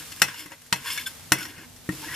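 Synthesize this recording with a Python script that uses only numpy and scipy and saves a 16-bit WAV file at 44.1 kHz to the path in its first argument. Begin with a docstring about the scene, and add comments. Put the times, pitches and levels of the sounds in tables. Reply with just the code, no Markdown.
"""In a small kitchen, appliances hum and egg sizzles faintly as a utensil scrapes a steel skillet.
Friction drives the modes of blade and pan, with brief squeaks where the blade catches. At 0.2, 0.7
and 1.3 s, among lighter taps, hard knocks excite the same pan modes, quickly damped by the egg.
Near 1.9 s the base thuds on the burner grate, and a last scrape follows.
Throughout, the room adds a short reverberation to the direct sound at a nearby camera."""
import sys
import numpy as np
from scipy import signal
from scipy.fft import rfft, irfft, next_fast_len
from scipy.io import wavfile
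from scipy.ndimage import uniform_filter1d

SR = 44100
rng = np.random.default_rng(int(sys.argv[2]) if len(sys.argv) > 2 else 0)


def log_audio(samples):
    """Write samples as a 16-bit WAV file to the path given in sys.argv[1]."""
    # one column per channel
    frames = np.atleast_2d(samples).T
    # limit to full scale, then quantise
    limited = np.clip(frames, -1, 1)
    pcm = np.round(limited * 32767).astype(np.int16)
    wavfile.write(sys.argv[1], SR, pcm)


N = 94815
TIME, RING_TIME = np.arange(N) / SR, np.arange(SR // 3) / SR
SIDE = np.array([[.5], [-.5]])  # shares a difference between left and right
TREBLE_HZ = 2840


def amp(db):
    return 10 ** (np.asarray(db) / 20)


def unit(x):
    return x / np.sqrt(np.mean(x ** 2) + 1e-20)


def along(points, hz):
    """Interpolation on a logarithmic frequency axis."""
    f, values = np.transpose(points)
    return np.interp(np.log(hz + 1), np.log(f + 1), values)


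def filtered(x, response):
    """Linear filtering: the spectrum times a frequency response."""
    size = next_fast_len(x.shape[-1] + SR // 2)
    return irfft(rfft(x, size) * response(np.fft.rfftfreq(size, 1 / SR)), size)[..., :x.shape[-1]]


def resonances(rows):
    """Superposition of second-order resonators of alternating sign."""
    return lambda f: sum((-1) ** k * amp(db) * 1j * f * width / (hz * hz - f * f + 1j * f * width)
                         for k, (hz, width, db) in enumerate(rows))


def ringing(modes):
    """Modal response: bandwidth is inversely proportional to decay time."""
    return resonances([(hz, np.log(1000) / np.pi / t60, db) for hz, db, t60 in modes])


def tail(t60s):
    """Diffuse decay: each band of stereo noise dies at its own rate."""
    hz, t, spectrum = signal.stft(rng.standard_normal((2, SR // 3)), SR, nperseg=128)
    x = signal.istft(spectrum * amp(-60 * t / along(t60s, hz)[:, None]), SR, nperseg=128)[1]
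    return x / np.linalg.norm(x[0])


def grains(per_s, spread_db):
    """Shot noise: independent clicks of uneven size."""
    hit = rng.random(N) < per_s / SR
    return unit(hit * rng.standard_normal(N) * amp(spread_db * rng.exponential(size=N)))


def stereo_noise(response, coherence):
    """Partial coherence: the ratio of mid to side noise sets how alike the channels are."""
    angle = lambda hz: np.arccos(np.clip(along(coherence, hz), -1, 1)) / 2
    mid, side = filtered(rng.standard_normal((2, N)),
                         lambda hz: response(hz) * [np.cos(angle(hz)), np.sin(angle(hz))])
    return unit(np.array([mid + side, mid - side]))


# hum resonances: (frequency [Hz], bandwidth [Hz], gain [dB])
HUM_BANDS = [(46.3, 18, -6), (93, 5.8, -0.5), (154.3, 5.1, -3), (246.4, 10, -2)]
# rumble spectrum: (frequency [Hz], gain [dB])
RUMBLE_SPECTRUM = [(12, -34), (20, -18), (156, -15), (205, -28.5), (248, -28), (900, -24), (1170, -63),
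                   (1980, -120)]
# envelope of both: (time [s], relative level [dB])
APPLIANCE_LEVEL = [(0.0, -51), (0.14, -52), (0.43, -60), (0.74, -59), (0.87, -53.5), (1.3, -51.5),
                   (1.85, -53), (2.15, -47)]
# their coherence: (frequency [Hz], left-right correlation [-])
APPLIANCE_COHERENCE = [(40, 1), (200, 0.65), (900, 0.2)]
def appliances():
    """Narrow-band noise fluctuates slowly, giving a wavering hum over a broad rumble."""
    hum = stereo_noise(resonances(HUM_BANDS), APPLIANCE_COHERENCE)
    rumble = stereo_noise(lambda hz: amp(along(RUMBLE_SPECTRUM, hz)), APPLIANCE_COHERENCE)
    return amp(np.interp(TIME, *np.transpose(APPLIANCE_LEVEL))) * (amp(-1) * hum + amp(-2) * rumble)


# frying envelope: (time [s], relative level [dB])
SIZZLE_LEVEL = [(0.0, -46), (0.12, -49), (0.28, -48), (0.45, -54.5), (0.56, -58), (0.77, -55.5),
                (0.91, -42.5), (1.09, -50), (1.41, -53), (1.62, -55.5), (1.84, -55.5), (1.94, -47.5),
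                (2.07, -45), (2.15, -46)]
# its spectrum: (frequency [Hz], gain [dB])
SIZZLE_SPECTRUM = [(240, -39), (400, -18), (452, 2.5), (680, -18), (723, -16), (1010, -3), (5680, -2),
                   (14100, -4), (15000, -35.5)]
# its coherence: (frequency [Hz], left-right correlation [-])
SIZZLE_COHERENCE = [(60, 1), (240, -0.11), (950, 0.81), (3770, 0.32), (15000, -0.48)]
def sizzle():
    """Frying egg is a random source: hiss and tiny pops share one spectrum."""
    fizz = lambda hz: amp(along(SIZZLE_SPECTRUM, hz))
    pops = unit(filtered(grains(per_s=1500, spread_db=2), fizz))
    hiss = stereo_noise(fizz, SIZZLE_COHERENCE)
    return amp(np.interp(TIME, *np.transpose(SIZZLE_LEVEL)) + 4.5) * (hiss + amp(-8) * pops)


# room decay: (frequency [Hz], T60 [s])
KITCHEN_T60, KITCHEN_DB = [(200, 0.22), (2000, 0.69), (10000, 0.15)], -22
def kitchen(sound):
    """Reverberation: convolution with a delayed, diffuse room response."""
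    delayed = np.pad(sound, ((0, 0), (200, 0)))
    return amp(KITCHEN_DB) * signal.fftconvolve(delayed, tail(KITCHEN_T60), axes=1)[:, :N]


# catches of the blade: (centre time [s], half-length [s], frequency [Hz], relative level [dB])
CATCHES = [(.53, .04, 553, -52), (0.537, 0.024, 2017, -51), (0.863, .02, 1650, -44),
           (0.876, .02, 3400, -34), (0.891, .015, 1765, -42), (0.904, .02, 2140, -34),
           (0.911, .02, 3530, -38), (0.942, .02, 2890, -50), (1.014, .02, 3500, -40),
           (1.068, 0.015, 3470, -30), (0.981, 0.018, 1688, -33), (0.983, 0.017, 3500, -34),
           (0.987, .015, 2220, -31), (1.072, .022, 1560, -32.5), (1.391, .03, 2220, -36.5),
           (1.414, .025, 1480, -34), (1.443, .025, 1420, -48.5), (2.038, .03, 897, -43),
           (2.09, .025, 1910, -38), (2.122, .03, 1944, -38)]
def squeaks(roughness=.25):
    """Stick-slip: the blade catches and one mode sings, rough in amplitude and phase."""
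    out = np.zeros(N + SR)
    for time, half_s, hz, db in CATCHES:
        n = round(2 * half_s * SR)
        drift = roughness * unit(uniform_filter1d(rng.standard_normal(SR // 5), size=150))[:n]
        tone = (1 + drift) * np.sin(2 * np.pi * hz * TIME[:n] + drift)
        out[round((time - half_s) * SR):][:n] += amp(db + 3) * np.hanning(n) ** 2 * tone
    return out[:N]


def wandering_contact(x, depth_db=2):
    """Modal coupling depends on position: resonances come and go as the contact wanders."""
    spectrum = signal.stft(x, nperseg=256)[2]
    patches = uniform_filter1d(rng.standard_normal(spectrum.shape), size=3, axis=0)
    patches = uniform_filter1d(patches, size=7, axis=1)
    return unit(signal.istft(spectrum * amp(depth_db * unit(patches)), nperseg=256)[1][:N])


# blade modes: (frequency [Hz], bandwidth [Hz], gain [dB])
BLADE_MODES = [(1000, 60, -9), (1100, 50, -9), (1680, 70, 0), (2140, 120, 0), (2800, 200, -2),
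               (3420, 90, -2), (3530, 60, -4), (4150, 90, -8), (5250, 350, -10), (5900, 250, -12),
               (6820, 120, -10), (7500, 150, -11), (8820, 200, -14), (10200, 400, -12)]
# friction spectrum between the modes: (frequency [Hz], gain [dB])
GRIT_SPECTRUM = [(350, -71), (600, -72), (940, -13.5), (1180, -17), (2190, -15.5), (3920, -25),
                 (10300, -13.5), (13700, -5), (15500, -102)]
# one list per stretch of scraping, in relative levels: (time [s], level [dB], treble [dB],
# base rumble [dB]); one scrape runs from 0.76 to 1.04 s, with a tap at 0.975 s
SCRAPE_STRETCHES = [
    [(0.0, -44.5, 9.5, -1.5), (0.022, -39, -30, -24), (0.052, -64, 10, -17), (0.114, -73, 20, -4),
     (0.122, -35, -4, -37), (0.138, -65.5, 15.5, 1), (0.192, -48.5, -7, -12), (0.2, -47, 8, -1)],
    [(0.24, -32, -2, -15), (0.276, -44, -14, -24), (0.286, -30, -14, -25), (0.314, -38.5, -23, -23),
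     (0.35, -46.5, -6.5, -33), (0.408, -43, 4, -10.5), (0.488, -55.5, -9, -3), (0.53, -45.5, -5, -19),
     (0.56, -64, 1, -16)],
    [(0.76, -37.5, -2, -12), (0.808, -48.5, -8, -12), (0.836, -45.5, -10, -28), (0.862, -30.5, -6.5, -36),
     (0.898, -31.5, -6, -26), (0.906, -27.5, -5.5, -36), (0.932, -39, 3.5, -19), (0.96, -38.5, 2, -28),
     (0.97, -35.5, -0.5, -28)],
    [(0.995, -42, 3.5, -14), (1.017, -37, -6, -28), (1.031, -44, -8, -19), (1.04, -45, 1, -14)],
    [(1.065, -44, 9.5, -18), (1.073, -37.5, 4.5, -26), (1.099, -59.5, 10, 2), (1.12, -48, -2, -8.5)],
    [(1.35, -31, -9, -2), (1.374, -40.5, -6, -8), (1.414, -46, 3, -18), (1.42, -39.5, -1, -14),
     (1.506, -47, -4.5, 0.5), (1.554, -46.5, -21, -9), (1.578, -42, -17, -8), (1.628, -45.5, -10, -1),
     (1.66, -51, -15, -41)],
    [(1.92, -61, 16, 3), (1.926, -51, 5.5, 15), (1.962, -64.5, 11.5, 11.5), (2.026, -44.5, -2, 3),
     (2.042, -37.5, -11, -21), (2.076, -42.5, -6, 1.5), (2.09, -40, -27, -26), (2.098, -39, -14, -15),
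     (2.15, -31.5, -7.5, -17)],
]
def scrapes(fade_s=0.015, top_hz=13300):
    """Forced vibration: grit under the edge drives blade and pan wall, and shakes the base."""
    rows = []
    for stretch in SCRAPE_STRETCHES:
        first, last = stretch[0], stretch[-1]
        rows += [(first[0] - fade_s, -90, *first[2:]), *stretch, (last[0] + fade_s, -90, *last[2:])]
    times, *columns = np.transpose(rows)
    db, treble_db, base_db = [np.interp(TIME, times, column) for column in columns]
    grit = grains(per_s=9000, spread_db=1.5)
    blade = unit(filtered(grit, resonances(BLADE_MODES)))
    wall = unit(filtered(grit, ringing(WALL_MODES)))
    rasp = unit(filtered(grit, lambda hz: amp(along(GRIT_SPECTRUM, hz))))
    steel = wandering_contact(blade + amp(0.5) * wall + amp(-2.5) * rasp)
    steel = filtered(steel, lambda hz: 1 / (1 + (hz / top_hz) ** 30))
    low = filtered(steel, lambda hz: 1 / (1 + (hz / TREBLE_HZ) ** 4))
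    base = unit(filtered(rng.standard_normal(N), ringing(BASE_MODES[2:])))
    return amp(db) * (low + amp(treble_db + 5) * (steel - low) + amp(base_db) * base)


def struck_mode(hz, db, t60, scatter_db=1.5, beam_db=5.5):
    """Free vibration: a damped sinusoid of wavering phase, beamed to a random side."""
    start_db = db + scatter_db * rng.normal() + beam_db * SIDE * rng.normal()
    waver = 0.03 * hz / TREBLE_HZ * np.cumsum(rng.standard_normal(len(RING_TIME)))
    return amp(start_db - 60 * RING_TIME / t60) * np.sin(2 * np.pi * hz * RING_TIME + waver)


# modes of the pan base: (frequency [Hz], relative level [dB], T60 [s])
BASE_MODES = [(133.3, -3, 0.29), (184.4, 7.5, 0.098), (307, -0.5, .1)]
def base_thud(low_db, high_db):
    """Impact on the burner grate excites the low modes of the base."""
    first, second, third = [struck_mode(*mode) for mode in BASE_MODES]
    return (amp(low_db) * (first + second) + amp(high_db) * third).mean(axis=0)


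# decay of the pan's dense modes: (frequency [Hz], T60 [s])
WASH_T60 = [(300, 0.21), (1500, 0.088), (5000, 0.096), (12000, 0.082)]
# spectrum of a blow: (frequency [Hz], gain [dB])
BLOW_SPECTRUM = [(240, -34), (400, -13.5), (1380, -6), (1840, -8.5), (4650, -20), (5430, -7), (6440, -11.5),
                 (13300, -10.5), (16000, -53)]
def contact_burst(crack_t60=0.0071):
    """A brief contact is broadband: a crack, then a wash of overlapping modes."""
    wash = unit(tail(WASH_T60)[:, :len(RING_TIME)])
    crack = amp(-4.5 - 60 * RING_TIME / crack_t60) * rng.standard_normal(len(RING_TIME))
    hz = np.linspace(0, SR / 2, 129)
    power = amp(2 * along(BLOW_SPECTRUM, hz))  # minimum_phase takes the square root
    colour = signal.minimum_phase(signal.firwin2(255, hz, power, fs=SR))
    return signal.lfilter(colour / np.linalg.norm(colour), 1, crack + amp(-32) * wash)


# egg-damped modes of the pan wall: (frequency [Hz], relative level [dB], T60 [s])
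WALL_MODES = [(948, -13.5, 0.075), (1097, -10, 0.05), (1363, -11, 0.061), (1541, -13.5, 0.035),
              (1617, -11.5, 0.037), (1866, -4, 0.052), (2027, -11, 0.12), (2197, -23, 0.14),
              (2600, -8.5, 0.11), (2860, -5, 0.037), (3127, -9.5, 0.032), (3360, -19, 0.13),
              (4365, -8, 0.027), (3634, -7.5, 0.04), (4180, -11, 0.083), (1494.5, -5, 0.023),
              (2880, -6, 0.029), (5330, -2.5, 0.013), (4820, -9.5, 0.033), (5360, -15.5, 0.053),
              (5770, -11.5, 0.12), (6910, -5, 0.027), (7610, -7.5, 0.054), (8240, -30, 0.18),
              (9820, -12.5, 0.053), (10330, -7.5, 0.043), (11200, -36, 0.088)]
def wall_ring(favoured_hz, boost_db=10, width_octaves=0.056):
    """Modal superposition: the striking point favours modes near certain frequencies."""
    boost = lambda hz: sum(boost_db * np.exp(-.5 * (np.log2(hz / centre) / width_octaves) ** 2)
                           for centre in favoured_hz)
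    return sum(struck_mode(hz, db + boost(hz), t60) for hz, db, t60 in WALL_MODES)


# blows, in relative levels: (time [s], level [dB], low thud [dB], high thud [dB], treble [dB],
# top band [dB], left minus right [dB], three favoured frequencies [Hz], rise time [ms])
BLOWS = [(0.119, -36, -35, -14.5, -3, -28, 2.5, 1590, 1670, 4690, 0.4),
         (0.217, -1.5, -35.5, -40, -7.5, -15.5, 0.67, 1536, 1720, 5180, 0.48),
         (0.283, -24, -29, -40, -11, -34, 1.5, 1510, 1830, 5200, 0.52),
         (0.342, -29.5, -40, -42, -12.5, -32, 0.5, 940, 2830, 5160, 0.28),
         (0.392, -27.5, -43, -34, -12.5, -16.5, 1.1, 1660, 3040, 5040, 0.94),
         (0.458, -30.5, -26, -14.5, -18, -17, 1.7, 1100, 1980, 5000, 0.59),
         (0.518, -24.5, -45, -32, -20, -29, 1.1, 990, 2150, 6740, 0.27),
         (0.617, -47.5, -28, -28, -6.5, -5.5, 2.2, 1620, 3400, 8000, 0.48),
         (0.662, -44.5, -34, -27, -11, -12.5, 4.5, 1610, 1790, 7240, 0.26),
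         (0.725, -5, -30.5, -41, -9, -19.5, 0.38, 932, 3040, 4930, 0.21),
         (0.975, -31.5, -47, -45, 3.5, -6, 2.3, 1550, 2210, 6100, 0.46),
         (1.319, -1.5, -31.5, -19.5, -11, -15.5, 0.33, 1500, 1930, 8600, 0.27),
         (1.384, -23.5, -24, -18.5, -17, -17.5, 1.5, 1510, 2200, 5650, 0.4),
         (1.406, -27, -38, -27, -14.5, -16.5, 1.9, 1490, 2900, 5570, 0.33),
         (1.428, -33, -44, -34, -1, -11, 1.6, 1410, 2200, 6250, 0.33),
         (1.452, -26, -40, -23, -10, -31, 1.3, 1520, 1930, 5850, 0.33),
         (1.579, -31.5, -24, -21, -16, -25, 1.3, 1530, 1840, 5400, 0.51),
         (1.761, -43.5, -29, -29, -12.5, -9, 5.8, 1110, 1940, 5550, 0.5),
         (1.89, -17.5, -15.5, -8, -21.5, -25, 0.29, 1320, 1826, 4470, 0.22),
         (2.088, -28, -29, -29, -22, -33, 1.7, 1100, 1870, 4850, 0.67)]
def knocks(top_band_hz=9000, lag_s=0.001025, thud_lead_s=.0012):
    """Impulse excitation: each blow of the utensil sets wall and base ringing anew."""
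    out, n = np.zeros((2, N + SR)), len(RING_TIME)
    lowpasses = [signal.butter(2, hz, fs=SR, output="sos") for hz in (TREBLE_HZ, top_band_hz)]
    for time, db, low_db, high_db, treble_db, top_db, balance_db, *favoured_hz, rise_ms in BLOWS:
        attack = 1 - np.exp(-(1000 * RING_TIME / rise_ms) ** 2)
        wall = attack * (contact_burst() + amp(-12) * wall_ring(favoured_hz))
        low, body = [signal.sosfilt(sos, wall) for sos in lowpasses]
        clank = low + amp(treble_db + 10) * (body - low) + amp(top_db + 17.5) * (wall - body)
        onset = time + lag_s
        out[:, round(onset * SR):][:, :n] += amp(db + SIDE * balance_db) * clank
        out[:, round((onset - thud_lead_s) * SR):][:, :n] += amp(db + 3) * base_thud(low_db, high_db)
    return out[:, :N]


# stereo balance of the direct sound: (frequency [Hz], left minus right [dB])
PAN_BALANCE = [(300, 1), (950, 1.5), (2400, 3), (6000, 2), (9000, -1), (13000, 1.5)]
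def scene(right_delay_s=1.8e-5):
    """Level and time differences place the pan slightly left, before the room and background."""
    pan = knocks() + scrapes() + squeaks()
    direct = filtered(pan, lambda hz: amp(SIDE * along(PAN_BALANCE, hz))
                      * np.exp(2j * np.pi * hz * SIDE * right_delay_s))
    return direct + kitchen(pan) + sizzle() + appliances()


LOW_CUT_HZ, BAND_LIMIT_HZ = 69, 16450
def record(dry):
    """Band limiting and saturation: the microphone drops deep bass; the camera clips and cuts the top."""
    heard = signal.sosfilt(signal.butter(2, LOW_CUT_HZ, "high", fs=SR, output="sos"), dry)
    return filtered(np.clip(heard, -1, 1), lambda hz: hz < BAND_LIMIT_HZ)


dry = scene()
out = record(dry)
log_audio(out)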